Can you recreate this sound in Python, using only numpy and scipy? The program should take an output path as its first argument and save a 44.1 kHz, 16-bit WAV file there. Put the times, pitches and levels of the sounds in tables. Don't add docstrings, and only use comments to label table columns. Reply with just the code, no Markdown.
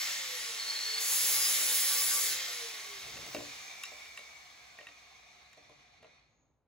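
import sys
import numpy as np
from scipy import signal
from scipy.fft import rfft, irfft, next_fast_len
from scipy.io import wavfile
from scipy.ndimage import uniform_filter1d

SR = 44100
rng = np.random.default_rng(int(sys.argv[2]) if len(sys.argv) > 2 else 0)


def generate_wav(signal):
    frames = np.transpose(np.atleast_2d(signal))
    scaled = np.clip(frames, -1, 1) * 32767
    pcm = np.round(scaled).astype(np.int16)
    wavfile.write(sys.argv[1], SR, pcm)


def volts_from_db(level):
    exponent = np.asarray(level, float) / 20
    return 10 ** exponent


N = 294147
M = next_fast_len(N + SR, True)
T = np.arange(N) / SR
HZ = np.arange(M // 2 + 1) * SR / M + 1e-3

DISC_PER_ROTOR = 10 / 39
RATED_HZ = 500
START_HZ, RUN_UP_HZ_PER_S, FIRST_OFF_S = 553, 130, .09
SOFT_START_S, SOFT_RISE_S, SECOND_OFF_S = .93, .105, 2.39
DRAG_EQUAL_HZ, DRAG_PER_S = 391, .243
# (time [s], speed [Hz])
LOADED_SPEED = [
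    (1.25, 507),
    (1.43, 506),
    (1.75, 508),
    (1.89, 512),
    (1.98, 504),
    (2.15, 500),
    (2.31, 505),
    (2.39, 526),
]
# (time [s], level [dB])
FACING = [(0, -0.5), (.3, -3), (.72, -0.5), (1.24, 1), (1.69, 1.5), (2.38, -1), (2.73, 0.5), (3, 0.5),
          (3.5, 2.5), (4.03, 1.5), (4.25, 0.5), (4.85, 0), (5.9, 2)]
# (frequency [Hz], density [dB per Hz])
CASE_COLOUR = [(150, -23), (300, -19), (700, -9), (1200, -13), (2300, -8), (3000, -12), (4000, -9.5),
               (6300, -22.5), (8600, -26), (11800, -31.5), (14500, -37.5), (15800, -59)]
# (frequency [Hz], width [Hz], lift [dB])
CASE_MODES = [(721, 64, 4), (1143, 200, 7.5), (1990, 63, 4.5), (2190, 320, 6.5), (2474, 97, 8),
              (3560, 74, 7.5), (3730, 83, 8), (4390, 72, 10.5), (6170, 1000, 14)]
CASE_DB, CASE_IDLE_HZ = -49, 49
TREBLE_HZ, TREBLE_DB_PER_DECADE = 5050, 2.5
STALL_S, STALL_DB_PER_S, STALL_DEPTH_DB = 6.156, 70, 40
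# (frequency [Hz], density [dB per Hz])
FAN_COLOUR = [(150, -28), (320, -27.5), (500, -15), (900, -16), (2080, -1.5), (2700, -7.5), (3200, -2.5),
              (5500, -3.5), (7400, -6), (9000, -14), (11000, -15), (13300, -15), (15800, -17)]
FAN_DB, FAN_DB_PER_DECADE = -44, 34
SHADOW_S, SHADOW_DB = 2.64, -10.5

# (time [s], pressure [dB], lean onto the flaps [dB], beam contact [dB])
GRIND = [(.985, -60, 4, 5), (1.0, -53, 3, 3), (1.008, -45, 1, -0.5), (1.06, -46, 0.5, -1.5),
         (1.128, -40, -2.5, -4), (1.31, -37.5, -5, -5.5), (1.68, -42, -1.5, -2.5), (1.74, -39, -7.5, -6.5),
         (1.9, -39.5, -5.5, -3.5), (2.25, -41.5, -1, -2), (2.33, -45.5, -2.5, 2.5),
         (2.39, -61.5, 0.5, -1.5)]
# (frequency [Hz], density [dB per Hz])
GRIT_COLOUR = [(5000, -34), (8000, -10.5), (9300, -3.5), (10200, -1), (11300, -1), (12800, -5.5),
               (13300, -12), (14300, -3.5), (15100, -5.5), (15800, -1.5)]
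# (frequency [Hz], density [dB per Hz])
FLAP_COLOUR = [(4500, -27), (5600, -8.5), (6800, 0.5), (7700, -2), (8400, -15), (9200, -14)]
# (frequency [Hz], density [dB per Hz])
BEAM_COLOUR = [(59, -48), (100, -28), (124, -15), (177, -15.5), (433, -8.5), (504, -4), (557, -13.5),
               (640, -4), (821, -11.5), (1560, -4), (2670, -16), (3490, 4.5), (5600, 6.5), (7280, -11),
               (12300, -120)]
# (times a disc turn [1], start [s], length [s], level [dB])
THUMPS = [
    (1, 1.25, .15, -67),
    (1, 2.05, .1, -70),
    (2, 1.5, .4, -73),
    (3, 1.3, .2, -72),
    (3, 2.05, .25, -69),
    (5, 1.25, .2, -67),
    (5, 2.08, .1, -65),
]
WEB_HZ = 1156
# (time [s], length [s], level [dB])
WEB = [
    (1.3, 0.23, -58.5),
    (1.8, 0.41, -56),
]

HUM_DB, HUM_DB_PER_DECADE2 = -76, 300
# (time [s], length [s], level [dB])
HUM_SWELLS = [(.05, 0.034, -66), (.22, 0.15, -59.5), (.47, .05, -60.5), (.65, 0.055, -61),
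              (.88, 0.032, -56), (.98, 0.068, -62), (1.13, 0.044, -58.5), (1.24, 0.15, -59.5),
              (1.5, 0.078, -64), (1.68, 0.3, -61), (2.1, 0.18, -62), (2.36, .19, -61), (2.62, 0.033, -54.5),
              (2.74, 0.23, -66), (3.05, 0.18, -70.5)]
MESH_DB, MESH_BEST_HZ, MESH_DB_PER_OCTAVE2 = -75.5, 1300, 7
# (time [s], length [s], level [dB])
BITES = [
    (1.14, .01, -45),
    (1.21, .05, -39),
    (1.335, .025, -42),
    (1.42, .05, -38.5),
    (1.77, .15, -41),
    (2.0, .02, -46),
    (2.1, .07, -39),
    (2.25, .02, -52),
]
BLADES_DB, BLADES_DB_PER_DECADE, BLADES_LOAD_DB, BLADES_RUN_UP_DB = -56, 60, 1, 3
# (frequency [Hz], width [Hz], lift [dB])
VENT_LIFT = [(10900, 800, 4), (11900, 400, -4), (8600, 500, -5), (7200, 250, 11), (6400, 280, 15),
             (5750, 350, 11), (5000, 500, 13), (12900, 400, 4)]

SQUEAL_HZ, SQUEAL_RISE_HZ_PER_S, SQUEAL_HIGH_HZ = 4360, 30, 4490
# (time [s], length [s], level [dB])
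SQUEAL = [
    (.605, 0.015, -45.5),
    (.685, 0.03, -41),
    (.74, .02, -46),
    (.8, 0.03, -45),
    (.85, 0.012, -39),
    (.915, .01, -43),
    (.95, 0.045, -40.5),
    (1.06, 0.015, -47),
]
# (time [s], length [s], level [dB])
SQUEAL_HIGH = [
    (.91, .025, -43),
    (.97, .06, -45),
]
SLACK_S, SLACK_DB, SLACK_FIRST_DB, SLACK_SETTLE_S = 3.49, -14, 9.5, 1
# (time [s], frequency [Hz])
SLACK_PITCH = [
    (3.45, 2406),
    (4.4, 2250),
    (4.8, 2383),
    (6.3, 2306),
]
# (time [s], frequency [Hz])
COVER_PITCH = [(3.5, 3620), (4.2, 3560), (4.7, 3490), (5.1, 3600), (5.5, 3480), (6.3, 3560)]
COVER_DB = -18
COVER_QUIET_S, COVER_QUIET_DB = 5.27, -10.5
# (frequency [Hz], start [s], level against the rattle [dB])
HOUSING = [(2224, 3.4, -14.5), (2430, 4.75, -15), (3970, 5, -16), (4280, 3.7, -18.5)]
# (frequency [Hz], time
# [s], length [s], level [dB])
SHIELD = [(1121, 0.071, .62, -61), (1120, 2.75, .25, -64), (2065, 2.27, 0.21, -52), (3200, 2.33, 0.12, -54),
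          (1542, 1.93, 0.4, -54.5), (5170, 1.385, .05, -44), (4100, .75, 0.068, -48.5)]
HANDLE_HZ, HANDLE_S, HANDLE_DB = 710, 4.2, -15
GUARD_HZ = 5580
# (time [s], length [s], level [dB])
GUARD = [
    (1.45, .05, -46),
    (1.55, .09, -43),
    (1.97, .05, -47),
]
SQUEAK_HZ = 6570
# (time [s], length [s], level [dB])
SQUEAK = [
    (6.31, .02, -86),
    (6.37, 0.014, -85),
    (6.41, 0.019, -83),
    (6.49, .015, -93),
    (6.54, .03, -99),
]
# (time [s], frequency [Hz], level [dB], t60 [s])
RINGS = [(0, 5570, -39, .5), (0, 4360, -43, .35), (.843, 6030, -46, .12), (3.347, 4970, -43, .06),
         (3.347, 4270, -48, .05), (3.836, 6900, -41, .02), (3.836, 2720, -39, .035),
         (3.8535, 5490, -41, .045), (4.869, 1880, -49, .06), (4.869, 2720, -46, .025),
         (4.788, 1880, -43, .05), (4.87, 3820, -53, .09), (6.028, 1390, -68, .35), (6.028, 1640, -71, .25),
         (6.05, 1190, -72, .4)]

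# (time [s], boom [dB], thud [dB], clink [dB], tick [dB])
KNOCKS = [(3.065, -65, -53, -58, -60), (3.169, -65, -49.5, -45, -62.5), (3.264, -54.5, -49.5, -46.5, -48.5),
          (3.347, -40, -36, -39, -43.5), (3.364, -54, -51, -42, -53.5), (3.385, -42, -52, -57, -58),
          (3.404, -47, -43.5, -54, -58.5), (3.836, -84, -81, -40, -39), (3.854, -80, -81, -49, -49.5),
          (3.919, -65.5, -52.5, -64, -64), (4.057, -78, -73, -50, -55.5), (4.1743, -77.5, -65, -41.5, -47),
          (4.191, -76, -55.5, -51, -54.5), (4.787, -67, -53, -50.5, -62.5), (4.81, -68, -58, -50, -65.5),
          (4.829, -75.5, -73, -55, -68.5), (4.869, -71.5, -65, -50, -60), (4.886, -68, -62, -52, -66.5),
          (5.531, -84, -78, -58, -63.5), (5.573, -65.5, -59.5, -76, -68), (5.696, -61, -57, -82, -70.5),
          (6.028, -78, -57, -61, -68.5), (6.044, -69, -55.5, -61, -73)]
# (frequency [Hz], level [dB], t60 [s])
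PLATE_MODES = [(131, -8, 0.11), (190, -5, .09), (245, -4, .07), (293, 1, 0.24), (338, -1, 0.15)]
# (frequency [Hz], level [dB], t60 [s])
FLANGE_MODES = [(460, -1.5, 0.14), (546, 1, 0.1), (592, -1.5, 0.16), (644, 6, 0.057), (736, -1, 0.091),
                (995, 5.5, 0.027)]
# (frequency [Hz], level [dB], t60 [s])
SQUARE_MODES = [(1138, -5.5, 0.04), (1468, -8, 0.035), (1887, 0, 0.025), (2040, -3, 0.021),
                (2315, -6, 0.05), (2720, 6, 0.022), (3090, -7, 0.03)]
# (frequency [Hz], level [dB], t60 [s])
EDGE_MODES = [(3880, -3.5, 0.095), (5100, 2, 0.013), (5400, -15.5, 0.054), (7020, 3, 0.017),
              (11270, -10.5, 0.016)]

SHOP_DB, HUSH_S, HUSH_DB = -74, 6.52, -6
# (frequency [Hz], density [dB per Hz])
RUMBLE_COLOUR = [(12, -55), (20, -25), (63, -2), (103, -2), (139, 0), (197, -10), (232, -5.5), (359, -10.5),
                 (806, -11.5), (1440, -21.5), (5000, -42.5), (6500, -71.5), (11000, -120)]
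# (time [s], length [s], level [dB])
STEPS = [(.1, 0.41, -72), (1.3, 0.24, -65.5), (1.72, 0.034, -64), (1.85, 0.22, -68), (2.3, 0.054, -65.5),
         (3.06, .02, -62), (3.17, 0.055, -54.5), (3.38, 0.087, -58), (5.62, .2, -73), (5.98, 0.068, -72),
         (6.43, 0.034, -77.5)]
DRONE_HZ, DRONE_DB = 63.3, -80
# (frequency [Hz], room against direct [dB])
ROOM = [(60, -8), (300, 8), (1000, 5.5), (3000, 0.5), (6000, -3.5), (8300, 11), (10000, -18.5),
        (15000, -15.5)]
ROOM_T60_S = .27
# (frequency [Hz], lag of the left port [cycles])
PORT_TURNS = [(0, 0), (1000, -.1), (4100, -.1), (5400, -.3), (7250, 0), (9250, .5), (9900, .8),
              (16000, 2.07)]
HIDDEN_S, HIDDEN_WET_DB, HIDDEN_LEFT_DB = 3.1, 5, -0.5
TOP_HZ = 15830


def motor(rotor, hz):
    lumps = volts_from_db(1.1 * walk(70) + 1.4 * np.cos(2 * np.pi * rotor * DISC_PER_ROTOR))
    chatter = rng.standard_normal(N) * volts_from_db(1.65 * rng.exponential(size=N)) * lumps
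    case = colour(chatter, shape(CASE_COLOUR), lo_hz=1703, hi_hz=2830) * volts_from_db(-5.5)
    spec = rfft(case, M)
    for f, width, lift_db in CASE_MODES:
        resonance = (volts_from_db(lift_db) - 1) / (1 + (2 * (HZ - f) / width) ** 2)
        case = case + irfft(spec * resonance, M)[:N] * volts_from_db(1.0 * walk(6.3) - 1.2)
    dull = signal.sosfilt(signal.butter(2, TREBLE_HZ, fs=SR, output="sos"), case)
    decades = np.log10(hz / RATED_HZ)
    case = dull + (case - dull) * volts_from_db(TREBLE_DB_PER_DECADE * decades)
    gusts = rng.standard_normal(N) * volts_from_db(0.32 * walk(12))
    air = colour(gusts, shape(FAN_COLOUR), lo_hz=4586, hi_hz=6285)
    fan_db = FAN_DB + FAN_DB_PER_DECADE * decades + over_time(FACING) + SHADOW_DB * step(SHADOW_S, 0.12)
    return case * volts_from_db(rattle_db(hz) - 2.5) + air * volts_from_db(fan_db + 2.0)


def rattle_db(hz):
    speed_db = 20 * np.log10((hz + CASE_IDLE_HZ) / (RATED_HZ + CASE_IDLE_HZ))
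    stall_db = np.clip(STALL_DB_PER_S * (T - STALL_S), 0, STALL_DEPTH_DB)
    return CASE_DB + speed_db - stall_db + over_time(FACING)


def speed():
    let_go_hz = START_HZ + RUN_UP_HZ_PER_S * FIRST_OFF_S
    first = np.minimum(START_HZ + RUN_UP_HZ_PER_S * T, coast(let_go_hz, FIRST_OFF_S))
    powered = first + (over_time(LOADED_SPEED) - first) * step(SOFT_START_S, SOFT_RISE_S)
    run_down = coast(LOADED_SPEED[-1][1], SECOND_OFF_S)
    return uniform_filter1d(np.where(T < SECOND_OFF_S, powered, run_down), SR // 20)


def coast(hz, off_s):
    angle = np.arctan(hz / DRAG_EQUAL_HZ) - DRAG_PER_S * np.maximum(T - off_s, 0)
    return DRAG_EQUAL_HZ * np.tan(np.maximum(angle, .01))


def grind(disc):
    turns = np.clip(disc - disc[int(.9 * SR)], 0, 890)
    touching = (T > GRIND[0][0]) & (T < GRIND[-1][0])
    press_db = np.where(touching, over_time(GRIND), -150)
    beat = volts_from_db(1.4 * np.cos(2 * np.pi * disc) + 2.1 * np.cos(6 * np.pi * disc) + 0.44 * walk(28))
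    grit = colour(each_turn(turns, .8, 1.3) * beat, shape(GRIT_COLOUR), lo_hz=9700, hi_hz=12400)
    flaps = colour(each_turn(turns, 0.6, 2.4) * beat, shape(FLAP_COLOUR), lo_hz=5390, hi_hz=8350)
    beam = colour(each_turn(turns, 0.6, 1.9), shape(BEAM_COLOUR), lo_hz=2510, hi_hz=5060)
    flaps = flaps * volts_from_db(over_time(GRIND, column=2) + 3.5)
    beam = beam * volts_from_db(over_time(GRIND, column=3) - 1.0)
    return volts_from_db(press_db + 2.0) * (grit + flaps + beam)


def each_turn(turns, memory, scatter_db, size=320):
    fresh = rng.standard_normal((900, size)) * volts_from_db(scatter_db * rng.exponential(size=(900, size)))
    wheel = signal.lfilter([1], [1, -np.clip(memory, 0, .97)], fresh, axis=0).ravel()
    fine = signal.resample_poly(wheel, 4, 1)
    return np.interp(turns * size * 4, np.arange(len(fine)), fine)


def unbalance_hum(rotor, hz):
    resonance = volts_from_db(HUM_DB - HUM_DB_PER_DECADE2 * np.log10(hz / RATED_HZ) ** 2)
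    gain = resonance + swells(HUM_SWELLS, rise_db_s=222, fall_db_s=220)
    return order_tone(rotor, 1, gain, wobble=.25, runout=0, waver_db=1.2)


def gear_mesh(rotor, hz):
    unloaded = volts_from_db(MESH_DB - MESH_DB_PER_OCTAVE2 * np.log2(10 * hz / MESH_BEST_HZ) ** 2)
    gain = unloaded + volts_from_db(-.3) * swells(BITES, rise_db_s=550, fall_db_s=550)
    return order_tone(rotor, 10, gain, wobble=.45, runout=.4, waver_db=1.3)


def fan_blades(rotor, hz):
    vents_db = sum(db * np.exp(-((23 * hz - f) / width) ** 2) for f, width, db in VENT_LIFT)
    touching = step(GRIND[0][0] + .05, .02) - step(GRIND[-1][0], .02)
    level_db = BLADES_DB + BLADES_DB_PER_DECADE * np.log10(hz / RATED_HZ) + vents_db
    level_db = level_db + BLADES_LOAD_DB * touching + BLADES_RUN_UP_DB * (1 - step(FIRST_OFF_S, .02))
    level_db = level_db - 3 * step(SECOND_OFF_S + .15, .05)
    blades = order_tone(rotor, 23, volts_from_db(level_db), wobble=1.2, runout=0, waver_db=1.8)
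    octave_gain = np.exp(-((hz * 46 - 15300) / 700) ** 2) * volts_from_db(-59)
    return blades + octave_gain * np.sin(2 * np.pi * 46 * rotor)


def order_tone(rotor, order, gain, wobble, runout, waver_db):
    phase = 2 * np.pi * order * rotor + wobble * walk(40)
    phase = phase + runout * np.sin(2 * np.pi * rotor * DISC_PER_ROTOR)
    return np.sqrt(2) * np.sin(phase) * gain * volts_from_db(waver_db * walk(27))


def disc_thumps(disc):
    out = np.zeros(N)
    for per_turn, *swell in THUMPS:
        gain = swells([swell], rise_db_s=67.5, fall_db_s=63.0)
        out += gain * np.sqrt(2) * np.sin(2 * np.pi * round(per_turn) * disc)
    return out


def loose_flange(disc):
    pitch = SQUEAL_HZ + SQUEAL_RISE_HZ_PER_S * (T - SOFT_START_S)
    low_gain = swells(SQUEAL, rise_db_s=300, fall_db_s=200) * volts_from_db(.6)
    high_gain = swells(SQUEAL_HIGH, rise_db_s=300, fall_db_s=300)
    low = singing(pitch, low_gain, disc, flutter=165, beat_db=3.0)
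    return low + singing(SQUEAL_HIGH_HZ, high_gain, disc, flutter=120, beat_db=3.0)


def slack_gears(hz, disc):
    first_db = SLACK_FIRST_DB * (1 - step(SLACK_S + SLACK_SETTLE_S, .1))
    gain = volts_from_db(rattle_db(hz) + walk(9) + SLACK_DB + first_db) * step(SLACK_S, .006)
    return singing(over_time(SLACK_PITCH), gain, disc, flutter=210, beat_db=3.0)


def housing(hz, disc):
    rattle = rattle_db(hz)
    cover_db = rattle + COVER_DB + COVER_QUIET_DB * step(COVER_QUIET_S, .05) + 3 * walk(6)
    out = singing(over_time(COVER_PITCH), volts_from_db(cover_db) * step(SLACK_S, .1), disc, flutter=90, beat_db=2)
    for f, s, db in HOUSING:
        out = out + singing(f, volts_from_db(rattle + db + 3 * walk(6)) * step(s, .1), disc, flutter=70, beat_db=2)
    handle_gain = volts_from_db(rattle + HANDLE_DB) * step(HANDLE_S, .1)
    return out + singing(HANDLE_HZ, handle_gain, disc, flutter=50, beat_db=2)


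def plates(disc):
    web = singing(WEB_HZ, swells(WEB, rise_db_s=100, fall_db_s=150), disc, flutter=40, beat_db=0)
    guard = singing(GUARD_HZ, swells(GUARD, rise_db_s=300, fall_db_s=300), disc, flutter=30, beat_db=0)
    out = web + guard
    for f, *swell in SHIELD:
        gain = swells([swell], rise_db_s=300, fall_db_s=300)
        out = out + singing(f, gain, disc, flutter=45, beat_db=0)
    return out


def brushes(disc):
    gain = swells(SQUEAK, rise_db_s=250, fall_db_s=220)
    return singing(SQUEAK_HZ, gain, disc, flutter=900, beat_db=0)


def singing(hz, gain, disc, flutter, beat_db):
    phase = 2 * np.pi * np.cumsum(hz + 0 * T) / SR
    mode = walk(flutter) * np.cos(phase) + walk(flutter) * np.sin(phase)
    return mode * gain * volts_from_db(beat_db * np.cos(2 * np.pi * disc))


def ringing_out():
    out = np.zeros(N)
    for s, f, db, t60 in RINGS:
        start = int(s * SR)
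        t = T[:min(SR, N - start)]
        out[start:start + len(t)] += volts_from_db(db - 60 * t / t60) * np.sin(2 * np.pi * f * t)
    return out


def knocks():
    out, t = np.zeros(N + SR), T[:SR // 4]
    bodies = (PLATE_MODES, FLANGE_MODES, SQUARE_MODES, EDGE_MODES)
    for s, *levels in KNOCKS:
        blow = 0
        for modes, db, trim_db in zip(bodies, levels, (-1.5, -1.5, 3, 1.5)):
            scatter = rng.standard_normal((len(modes), 2))
            for (f, mode_db, t60), (a, b) in zip(modes, scatter):
                decay = volts_from_db(db + trim_db + mode_db + 2.0 * a - 60 * t / t60)
                blow = blow + decay * np.sin(2 * np.pi * f * (1 + 0.011 * b) * t)
        grit = uniform_filter1d(np.diff(rng.standard_normal(len(t) + 4), prepend=0)[4:], size=3)
        crack = volts_from_db(levels[3] + 11.5) * grit * np.exp(-t / .002)
        out[int(s * SR):int(s * SR) + len(t)] += blow * (1 - np.exp(-t / 0.0011)) + crack
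    return signal.sosfilt(signal.butter(2, 100, "high", fs=SR, output="sos"), out[:N])


def shop():
    rumble = shape(RUMBLE_COLOUR)
    mid, side = (colour(rng.standard_normal(N), rumble, lo_hz=40.7, hi_hz=180.5) for _ in range(2))
    building = volts_from_db(SHOP_DB + HUSH_DB * step(HUSH_S, 0.04))
    gain = np.hypot(building, swells(STEPS, rise_db_s=112.5, fall_db_s=82.5))
    drone_gain = volts_from_db(DRONE_DB + HUSH_DB * step(6.5, 0.017))
    drone = singing(DRONE_HZ, drone_gain, 0, flutter=24, beat_db=-1.0)
    return gain * volts_from_db(-6.0) * np.array([mid + 0.4 * side, mid - 0.41 * side]) + drone


def ports(x, wet_db):
    tail = rng.standard_normal((2, SR)) * volts_from_db(-60 * T[:SR] / ROOM_T60_S) * (T[:SR] > .004)
    mid, side = rfft(tail / np.sqrt(np.sum(tail ** 2, axis=1, keepdims=True)), M)
    wide, wet = np.clip(HZ / 390, .3, 1), shape(ROOM) * volts_from_db(wet_db)
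    room = wet * np.array([mid + wide * side, mid - wide * side]) / np.sqrt(1 + wide ** 2)
    half_lag = 1j * np.pi * np.interp(HZ, *np.transpose(PORT_TURNS))
    direct = np.exp(np.outer([-1, 1], half_lag))
    return irfft(rfft(x, M) * (direct + room) / np.sqrt(1 + wet ** 2), M)[:, :N]


def shape(points):
    hz, db = np.transpose(points)
    return volts_from_db(np.interp(np.log(HZ), np.log(hz), db, left=-90, right=-90))


def colour(x, gain, lo_hz, hi_hz):
    spec = rfft(x, M) * gain
    band = np.sum(np.abs(spec[(HZ > lo_hz) & (HZ < hi_hz)]) ** 2)
    return irfft(spec, M)[:N] * np.sqrt(N * M / (2 * band))


def walk(rate):
    k = int(SR / rate)
    held = np.repeat(rng.standard_normal(N // k + 1), k)
    return 1.44 * uniform_filter1d(uniform_filter1d(held, k), k)[:N]


def over_time(table, column=1):
    rows = np.array(table)
    return np.interp(T, rows[:, 0], rows[:, column])


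def swells(rows, rise_db_s, fall_db_s):
    t = T[::32]
    power = 0
    for s, hold, db in rows:
        before, after = np.maximum(s - t, 0), np.maximum(t - s - hold, 0)
        power = power + volts_from_db(db - rise_db_s * before - fall_db_s * after) ** 2
    return np.interp(T, t, np.sqrt(power))


def step(s, width_s):
    return .5 + .5 * np.tanh((T - s) / width_s / 2)


def scene():
    hz = speed()
    rotor = np.cumsum(hz) / SR
    disc = rotor * DISC_PER_ROTOR
    tool = motor(rotor, hz) + grind(disc)
    near = unbalance_hum(rotor, hz) + gear_mesh(rotor, hz) + fan_blades(rotor, hz) + disc_thumps(disc)
    near = near + loose_flange(disc) + slack_gears(hz, disc) + housing(hz, disc)
    near = near + plates(disc) + brushes(disc) + ringing_out() + knocks()
    hidden = step(HIDDEN_S, .15)
    in_front = ports(tool * np.sqrt(1 - hidden), wet_db=-1.0)
    balance = volts_from_db(np.array([[.5], [-.5]]) * HIDDEN_LEFT_DB)
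    behind = ports(tool * np.sqrt(hidden), wet_db=HIDDEN_WET_DB) * balance
    return in_front + behind + ports(near, wet_db=-9) + shop()


def top_cut(x):
    return signal.sosfilt(signal.butter(12, 17090, fs=SR, output="sos"), x)


def record(dry):
    mix = irfft(rfft(dry, M) * (HZ < TOP_HZ), M)[:, :N]
    return top_cut(mix)


dry = scene()
out = record(dry)
generate_wav(out)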